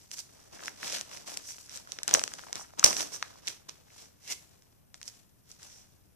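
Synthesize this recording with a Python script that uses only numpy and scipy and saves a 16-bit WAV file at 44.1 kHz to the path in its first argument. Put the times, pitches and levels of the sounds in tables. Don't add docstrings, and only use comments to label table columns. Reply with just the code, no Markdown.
import sys
import numpy as np
from scipy import signal
from scipy.fft import rfft, irfft, next_fast_len
from scipy.io import wavfile
from scipy.ndimage import map_coordinates

SR = 44100
rng = np.random.default_rng(int(sys.argv[2]) if len(sys.argv) > 2 else 0)


def log_audio(samples):
    frames = np.atleast_2d(samples).T
    limited = np.clip(frames, -1, 1)
    pcm = np.round(limited * 32767).astype(np.int16)
    wavfile.write(sys.argv[1], SR, pcm)


N = 271215
TIME = np.arange(N) / SR

LAG_MS, LAG_SPREAD_MS = .21, .1

SWELL_DB = 20
FLEX_SLOWER = 1.25
HELD_FIZZ_DB, HELD_FLEX_DB = -76, -76

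# peak t/s, film rise t/s, film fall t/s,
# fizz level/dB, flex level/dB, scrape relative to fizz level/dB, left minus right level/dB
HAND_PUSHES = [(0.004, 0.101, 0.226, -56.5, -63.8, -12.0, -0.1),
               (0.139, 0.037, 0.014, -37.6, -52.6, -18.0, -1.0),
               (0.2, 0.051, 0.016, -33.3, -50.9, -18.0, -1.2),
               (0.426, 0.428, 0.206, -57.6, -58.6, -17.0, -0.2),
               (0.531, 0.014, 0.128, -50.1, -47.3, -16.0, -0.7),
               (0.674, 0.123, 0.065, -42.2, -45.2, -14.0, -1.6),
               (0.875, 0.11, 0.17, -37.5, -40.0, -8.0, -1.5), (0.945, 0.13, 0.075, -35.5, -46.0, -3.0, 1.0),
               (1.138, 0.096, 0.134, -43.3, -46.7, -8.0, -0.9),
               (1.274, 0.02, 0.199, -39.6, -44.8, -10.0, -0.2),
               (1.501, 0.126, 0.099, -42.2, -57.5, -26.0, -0.3),
               (1.604, 0.149, 0.228, -49.8, -61.2, -23.0, 1.3),
               (1.755, 0.109, 0.087, -42.3, -50.9, -10.0, -0.7),
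               (1.901, 0.081, 0.621, -53.8, -55.3, -6.0, -0.9),
               (2.086, 0.012, 0.14, -40.5, -38.0, 1.0, -1.0),
               (2.144, 0.027, 0.049, -28.5, -31.3, -9.0, -0.1),
               (2.369, 0.559, 0.475, -49.8, -51.3, -19.0, -0.9),
               (2.563, 0.044, 0.094, -45.4, -45.1, -5.0, 0.9),
               (2.79, 0.01, 0.03, -39.0, -36.0, -17.0, -1.0),
               (2.858, 0.022, 0.068, -21.0, -26.5, -20.0, -2.0),
               (3.009, 0.146, 0.074, -32.3, -36.8, -14.0, -2.2),
               (3.131, 0.032, 0.072, -40.1, -45.5, -10.0, -4.1),
               (3.216, 0.067, 0.433, -53.0, -51.5, -10.0, -2.0),
               (3.475, 0.025, 0.083, -37.8, -45.9, -7.0, -1.2),
               (3.69, 0.006, 0.037, -44.4, -49.4, -5.0, -1.8), (3.751, 0.2, 0.45, -65.0, -64.0, -8.0, 2.0),
               (3.999, 0.134, 0.117, -49.5, -55.0, -9.0, -0.3),
               (4.324, 0.066, 0.02, -29.5, -44.0, -13.0, -2.0),
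               (4.442, 0.531, 0.525, -63.5, -65.8, -8.0, 3.2),
               (4.949, 0.021, 0.091, -57.7, -63.7, -11.0, 2.1),
               (5.08, 0.061, 0.053, -43.4, -54.7, -17.0, -1.5),
               (5.15, 0.073, 0.234, -60.2, -66.7, -7.0, 4.4),
               (5.511, 0.058, 0.073, -51.8, -61.4, -11.0, 0.6),
               (5.623, 0.081, 0.36, -51.5, -58.0, -8.0, 1.0)]


def handling():
    fizz_power, scrape_power, flex_power = np.zeros((3, 2, N))
    for peak_s, rise_s, fall_s, fizz_db, flex_db, scrape_db, pan_db in HAND_PUSHES:
        pan = panned(pan_db)
        slide = (swell(peak_s, rise_s, fall_s, fizz_db) * pan) ** 2
        bend = (swell(peak_s, rise_s * FLEX_SLOWER, fall_s * FLEX_SLOWER, flex_db) * pan) ** 2
        fizz_power += slide
        scrape_power += slide * amp(scrape_db) ** 2
        flex_power += bend
    fizz = np.sqrt(fizz_power + amp(HELD_FIZZ_DB) ** 2)
    flex = np.sqrt(flex_power + amp(HELD_FLEX_DB) ** 2)
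    return fizz, np.sqrt(scrape_power), flex


# f/Hz, level/dB per Hz
FIZZ_SPECTRUM = [(300, -35), (1200, -21), (2400, -4), (3200, -8), (4600, -1.5), (5800, -3.5), (7000, -1.3),
                 (8500, -2), (11000, 2), (14500, 2)]
# f/Hz, level/dB per Hz
SCRAPE_SPECTRUM = [(300, -16.5), (1000, -14), (1600, -1), (2300, -2), (3000, .5), (4200, 0), (6000, -11),
                   (12000, -14.5)]
# f/Hz, level/dB per Hz
FLEX_SPECTRUM = [(40, -32.5), (130, -3.5), (300, -1), (700, -2.2), (1300, -9), (2000, -14), (4000, -17),
                 (10000, -42)]


def rubbing(fizz_gain, scrape_gain, flex_gain):
    spurt = amp(1.9 * wander(per_s=140))
    fizz_slips = slips(per_s=1700, spread_db=3, smooth=0.39)
    scrape_slips = slips(per_s=900, spread_db=4, smooth=.45)
    flex_slips = slips(per_s=400, spread_db=1.0, smooth=0.63)
    fizz = at_ports(shaped(fizz_slips, FIZZ_SPECTRUM), LAG_MS, diffuse=0.96)
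    scrape = at_ports(shaped(scrape_slips, SCRAPE_SPECTRUM), LAG_MS, diffuse=0.44)
    flex = at_ports(shaped(flex_slips, FLEX_SPECTRUM), LAG_MS, diffuse=0.18)
    driven = fizz * fizz_gain + scrape * scrape_gain + flex * flex_gain
    return amp(-3.2) * spurt * driven


def slips(per_s, spread_db, smooth):
    size = amp(spread_db * np.minimum(rng.exponential(1, (3, N)), 4))
    happens = rng.random((3, N)) < per_s / SR
    clicks = size * happens * rng.choice([-1, 1], (3, N))
    return evened(clicks) + smooth * rng.standard_normal((3, N))


# t/s, energy level/dB, panel ring f/Hz, flip corner f/Hz, lag of the right port t/ms, left minus right level/dB
SINGLE_SNAPS = [(0.1149, -20.2, 2110.0, 20000.0, 0.16, -2.0), (0.6359, -22.1, 1240.0, 3500.0, 0.12, -1.0),
                (0.6583, -22.1, 590.0, 8900.0, 0.12, 4.0), (0.6811, -9.0, 1500.0, 1800.0, 0.26, 0.0),
                (0.8303, -13.5, 1900.0, 1000.0, 0.3, -1.0), (0.9244, -16.2, 730.0, 7900.0, -0.14, -1.0),
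                (0.9847, -20.0, 1120.0, 11000.0, 0.2, 2.0), (1.0114, -15.0, 500.0, 9000.0, 0.15, 2.0),
                (1.1145, -24.4, 1120.0, 2200.0, 0.18, 4.0), (1.1724, -29.0, 1720.0, 3270.0, 0.2, -4.0),
                (1.2755, -25.3, 910.0, 14100.0, 0.06, 0.0), (1.3415, -22.4, 350.0, 20000.0, 0.1, -2.0),
                (1.3729, -12.5, 350.0, 20000.0, 0.12, 3.0), (1.5836, -25.6, 500.0, 2200.0, 0.12, -3.0),
                (1.6951, -26.8, 2350.0, 20000.0, 0.28, -4.0), (1.7739, -21.7, 3580.0, 20000.0, 0.28, 4.0),
                (1.8736, -24.7, 1380.0, 900.0, 0.02, -1.0), (1.9202, -16.0, 2900.0, 20000.0, 0.06, -6.0),
                (1.9877, -16.5, 350.0, 3500.0, 0.2, -5.0), (2.0324, -12.0, 1540.0, 20000.0, -0.02, 2.0),
                (2.0792, -6.0, 350.0, 20000.0, 0.2, 2.0), (2.0927, -15.8, 1010.0, 11200.0, 0.18, 3.0),
                (2.1113, -10.8, 350.0, 4500.0, 0.24, 4.0), (2.1397, 6.0, 6500.0, 20000.0, -0.12, -1.0),
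                (2.1493, 0.0, 430.0, 2900.0, 0.25, 3.0), (2.1726, -7.0, 550.0, 700.0, 0.36, 1.0),
                (2.1836, -10.5, 660.0, 700.0, 0.32, -6.0), (2.1943, -8.5, 1120.0, 7100.0, 0.12, 0.0),
                (2.2156, -13.1, 590.0, 1400.0, 0.26, 1.0), (2.2385, -6.8, 430.0, 8900.0, 0.26, 2.0),
                (2.2781, -15.5, 450.0, 5500.0, 0.22, 5.0), (2.3378, -18.3, 820.0, 12600.0, 0.2, 2.0),
                (2.3878, -21.7, 730.0, 2500.0, 0.2, -2.0), (2.3932, -21.0, 1120.0, 2200.0, 0.14, 4.0),
                (2.4369, -27.6, 1380.0, 700.0, 0.18, 11.0), (2.4857, -22.8, 1010.0, 700.0, 0.2, 0.0),
                (2.5289, -13.0, 530.0, 8900.0, 0.18, -1.0), (2.5558, -16.4, 530.0, 8900.0, 0.12, 2.0),
                (2.7364, -25.0, 700.0, 700.0, 0.2, -2.0), (2.7953, -10.0, 6750.0, 1200.0, 0.2, 3.0),
                (2.8293, -10.3, 1380.0, 700.0, 0.18, 3.0), (2.8408, 3.0, 820.0, 10000.0, 0.14, -1.0),
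                (2.8434, 12.5, 5400.0, 15000.0, 0.1, -1.0), (2.8451, 6.0, 400.0, 20000.0, 0.1, 1.0),
                (2.8619, -1.0, 730.0, 7000.0, -0.04, -2.0), (2.9295, -10.0, 590.0, 4500.0, 0.24, 1.0),
                (2.9671, -11.7, 590.0, 5000.0, 0.08, -3.0), (2.9989, -14.3, 730.0, 4000.0, 0.2, -2.0),
                (3.2266, -5.0, 950.0, 2700.0, 0.2, -1.0), (3.4723, -17.0, 3220.0, 20000.0, 0.3, -1.0),
                (3.4779, -9.3, 2900.0, 2000.0, 0.06, -3.0), (3.4828, -12.2, 350.0, 20000.0, 0.16, -4.0),
                (3.6944, -23.4, 350.0, 5000.0, 0.06, -2.0), (3.9036, -37.0, 2000.0, 1500.0, 0.2, -2.0),
                (4.6223, -42.0, 1000.0, 10000.0, 0.16, -2.0), (4.9433, -25.5, 600.0, 5600.0, 0.2, 1.0),
                (5.0152, -26.0, 1200.0, 6000.0, 0.26, 1.0), (5.0296, -24.6, 2500.0, 20000.0, 0.16, 1.0),
                (5.0793, -22.3, 7500.0, 1100.0, -0.32, -5.0), (5.5158, -28.8, 4420.0, 20000.0, -0.02, -2.0),
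                (5.6311, -28.0, 1500.0, 14000.0, 0.06, -2.0)]


def snaps(q=1.7, gentle_q=1.3, bounce_db=-9):
    out = np.zeros((2, N))
    for s, db, hz, flip_hz, lag_ms, pan_db in SINGLE_SNAPS:
        pulse = crease(hz, flip_hz, lag_ms, q + gentle_q * min(hz / flip_hz, 1))
        sheet = shiver(ring_db=-10, ring_t60=0.017)
        bounce_s = rng.uniform(.0003, .0008)
        sheet[:, round(bounce_s * SR)] += amp(bounce_db)
        snap = signal.fftconvolve(pulse, sheet, axes=1)
        add(out, s - 16 / SR, amp(db) * panned(pan_db) * snap)
    return out


def crease(hz, flip_hz, lag_ms, q, size=512):
    f = np.fft.rfftfreq(size, 1 / SR)
    panel, flip = 1j * f / hz, 1j * f / flip_hz
    ring = panel ** 2 / (1 + panel / q + panel ** 2)
    flip_low_pass = 1 / (1 + np.sqrt(2) * flip + flip ** 2)
    band_limit = 1 / (1 + (f / EDGE_HZ) ** 16)
    delay = 16 / SR + np.array([[-.5], [.5]]) * lag_ms / 1000
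    pulse = irfft(ring * flip_low_pass * band_limit * np.exp(-2j * np.pi * f * delay))
    return pulse / np.linalg.norm(pulse[0])


def shiver(ring_db, ring_t60, size=1024):
    sheet = rng.standard_normal((2, size)) * amp(-60 * np.arange(size) / SR / ring_t60)
    sheet *= amp(ring_db) / np.linalg.norm(sheet[0])
    sheet[:, 0] = 1
    return sheet


# t/s, thud energy level/dB, t60 t/s, puff energy level/dB (both at the left port)
PAGE_SLAPS = [(2.147, .5, 0.11, -25), (2.843, -1.5, 0.22, -5)]
# f/Hz, level/dB per Hz
SLAP_SPECTRUM = [(20, -8), (60, -12.5), (130, -3), (230, -4), (500, 8.5), (1000, 0.5), (2000, -12),
                 (6000, -21.5)]


def slaps(apart=0.26, push_s=0.0023):
    out, t = np.zeros((2, N)), np.arange(SR // 2) / SR
    puff = (1 - t / push_s) * np.exp(-t / push_s) * np.array([[1], [-.5]])
    puff /= np.linalg.norm(puff[0])
    for s, db, t60, puff_db in PAGE_SLAPS:
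        noise = rng.standard_normal(len(t)) + apart * rng.standard_normal((2, len(t)))
        thud = shaped(noise, SLAP_SPECTRUM) * amp(-60 * t / t60)
        add(out, s, amp(db) * thud / np.linalg.norm(thud[0]) + amp(puff_db) * puff)
    return out


# peak t/s, rise t/s, fall t/s, peak level/dB before the bend weighting
RELAXING = (2.45, .5, .9, -60)


def small_creases(fizz, flex):
    bent = flex / (flex + amp(-64))
    flaps = crinkle(per_s=57, spread_db=4, low_hz=523, high_hz=1700, reach=0.77, q=3)
    ticks = crinkle(per_s=70, spread_db=1.4, low_hz=1200, high_hz=6030, reach=3, q=1.6)
    flaps = flaps * (amp(-8.5) * flex + swell(*RELAXING))
    ticks = ticks * amp(-11.5) * fizz
    return signal.oaconvolve(bent * (flaps + ticks), shiver(ring_db=-7, ring_t60=.018), axes=1)[:, :N]


def crinkle(per_s, spread_db, low_hz, high_hz, reach, q, count=24):
    out = np.zeros((2, N))
    size = amp(spread_db * np.minimum(rng.exponential(1, N), 3))
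    size = size * (rng.random(N) < per_s / SR)
    which = rng.integers(0, count, N)
    shapes = []
    for hz in np.geomspace(low_hz, high_hz, count):
        shapes.append(crease(hz, hz * reach, rng.normal(LAG_MS, LAG_SPREAD_MS), q))
    for i in np.flatnonzero(size):
        add(out, i / SR, size[i] * shapes[which[i]])
    return evened(out)


# peak t/s, rise t/s, fall t/s, peak level/dB
TAUT_DRAG = (4.324, .06, .016, -40)
# f/Hz, width f/Hz, relative level/dB
TAUT_MODES = [(450, 360, -8), (2170, 340, -2), (2724, 420, -4.5)]


def drag():
    drive, out = slips(per_s=4000, spread_db=3, smooth=0.4), 0
    for hz, width, db in TAUT_MODES:
        band = signal.iirpeak(hz, hz / width, SR)
        out = out + amp(db) * evened(signal.lfilter(*band, drive))
    return at_ports(evened(out), LAG_MS, diffuse=0.2) * swell(*TAUT_DRAG)


# start t/s, end t/s, level/dB
GLIDES = [(1.45, 1.54, -49), (1.898, 1.975, -59), (2.572, 2.65, -51.5), (2.93, 3.062, -42.5),
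          (3.117, 3.182, -44), (3.96, 4.1, -65), (5.61, 5.87, -62.5)]
# f/Hz, level/dB per Hz
GLIDE_SPECTRUM = [(1000, -34), (3800, -18.5), (5000, -7.5), (5750, -1.5), (6500, -6), (8500, -5.5),
                  (14000, -6.5)]


def swishes(taper=.7):
    level = np.zeros((1, N))
    for start, end, db in GLIDES:
        length = max(round((end - start) * SR), 2)
        add(level, start, amp(db) * signal.windows.tukey(length, taper)[None])
    fine_slips = slips(per_s=5000, spread_db=3.5, smooth=.6)[:2]
    return level * shaped(fine_slips, GLIDE_SPECTRUM)


def scene():
    fizz, scrape, flex = handling()
    rustle = rubbing(fizz, scrape, flex) + drag() + swishes() + small_creases(fizz, flex)
    hits = snaps() + slaps()
    return rustle + hits + amp(-9.5) * room(rustle) + amp(-15) * room(hits)


# f/Hz, t60 t/s
BEDROOM = [(150, .45), (700, 0.19), (2000, 0.36), (6000, 0.29), (14000, 0.48)]


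def room(x, first_s=0.0064):
    hz, t, z = signal.stft(rng.standard_normal((2, SR // 2)), SR, nperseg=256)
    decay = amp(-60 * t / read(BEDROOM, hz)[:, None])
    tail = signal.istft(z * decay, SR, nperseg=256)[1]
    tail *= np.clip(np.arange(tail.shape[1]) / SR / first_s - .5, 0, 1)
    return signal.fftconvolve(x, tail / np.linalg.norm(tail[0]), axes=1)[:, :N]


# f/Hz, level/dB per Hz
HUSH_SPECTRUM = [(15, -7.5), (40, -3.5), (85, 3), (150, -0.5), (300, -8.5), (600, -16.5), (1200, -22),
                 (3000, -28.5), (6000, -41), (9000, -25), (14500, -21)]


def hush():
    return amp(-63) * shaped(rng.standard_normal((2, N)), HUSH_SPECTRUM) * amp([[1], [-1]])


BAND_HZ, EDGE_HZ = 14500, 15500
# resonance f/Hz, sharpness Q, gain level/dB, treble roll-off f/Hz
MIC_PORTS = [(7444, 2.6, 1, 170000), (5826, 7.2, -1.5, 20000)]


def record(dry):
    size = next_fast_len(N + 2048)
    f = np.fft.rfftfreq(size, 1 / SR)
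    ports = []
    for hz, q, db, top_hz in MIC_PORTS:
        resonance = 1 / (1 - (f / hz) ** 2 + 1j * f / hz / q)
        ports.append(amp(db) * resonance / (1 + 1j * f / top_hz))
    heard = irfft(rfft(dry, size) * np.array(ports), size)[:, :N] * np.array([[1], [-1]])
    overloaded = np.clip(low_pass(heard + hush(), BAND_HZ), -1, 1)
    return low_pass(overloaded, EDGE_HZ)


def low_pass(x, hz):
    return signal.sosfilt(signal.ellip(10, .1, 70, hz, fs=SR, output="sos"), x)


def at_ports(x, lag_ms, diffuse):
    spot, left, right = x
    late = map_coordinates(spot, [np.arange(N) - lag_ms * SR / 1000], order=3)
    share = np.clip(diffuse, 0, 1)
    return np.sqrt(1 - share) * np.array([spot, late]) + np.sqrt(share) * np.array([left, right])


def panned(db):
    return amp(np.array([[.5], [-.5]]) * db)


def swell(peak_s, rise_s, fall_s, db):
    away = np.maximum((peak_s - TIME) / rise_s, (TIME - peak_s) / fall_s)
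    return amp(db - np.minimum(SWELL_DB * away, 200))


def wander(per_s):
    knots = rng.standard_normal(4096)
    return evened(np.interp(TIME * per_s, np.arange(len(knots)), knots))


def shaped(x, spectrum, size=4096):
    log_gain = np.log(amp(read(spectrum, abs(np.fft.fftfreq(size, 1 / SR)))))
    response = np.fft.ifft(np.exp(np.conj(signal.hilbert(log_gain)))).real[:size // 2]
    return evened(signal.oaconvolve(x, response[None], axes=1)[:, :x.shape[1]])


def read(points, hz):
    f, value = np.transpose(points)
    return np.interp(np.log(hz + 1), np.log(f + 1), value)


def amp(db):
    return 10 ** (np.asarray(db) / 20)


def evened(x):
    return x / np.sqrt(np.mean(x ** 2) + 1e-20)


def add(mix, s, sound):
    part = mix[:, max(round(s * SR), 0):][:, :sound.shape[1]]
    part += sound[:, :part.shape[1]]


dry = scene()
out = record(dry)
log_audio(out)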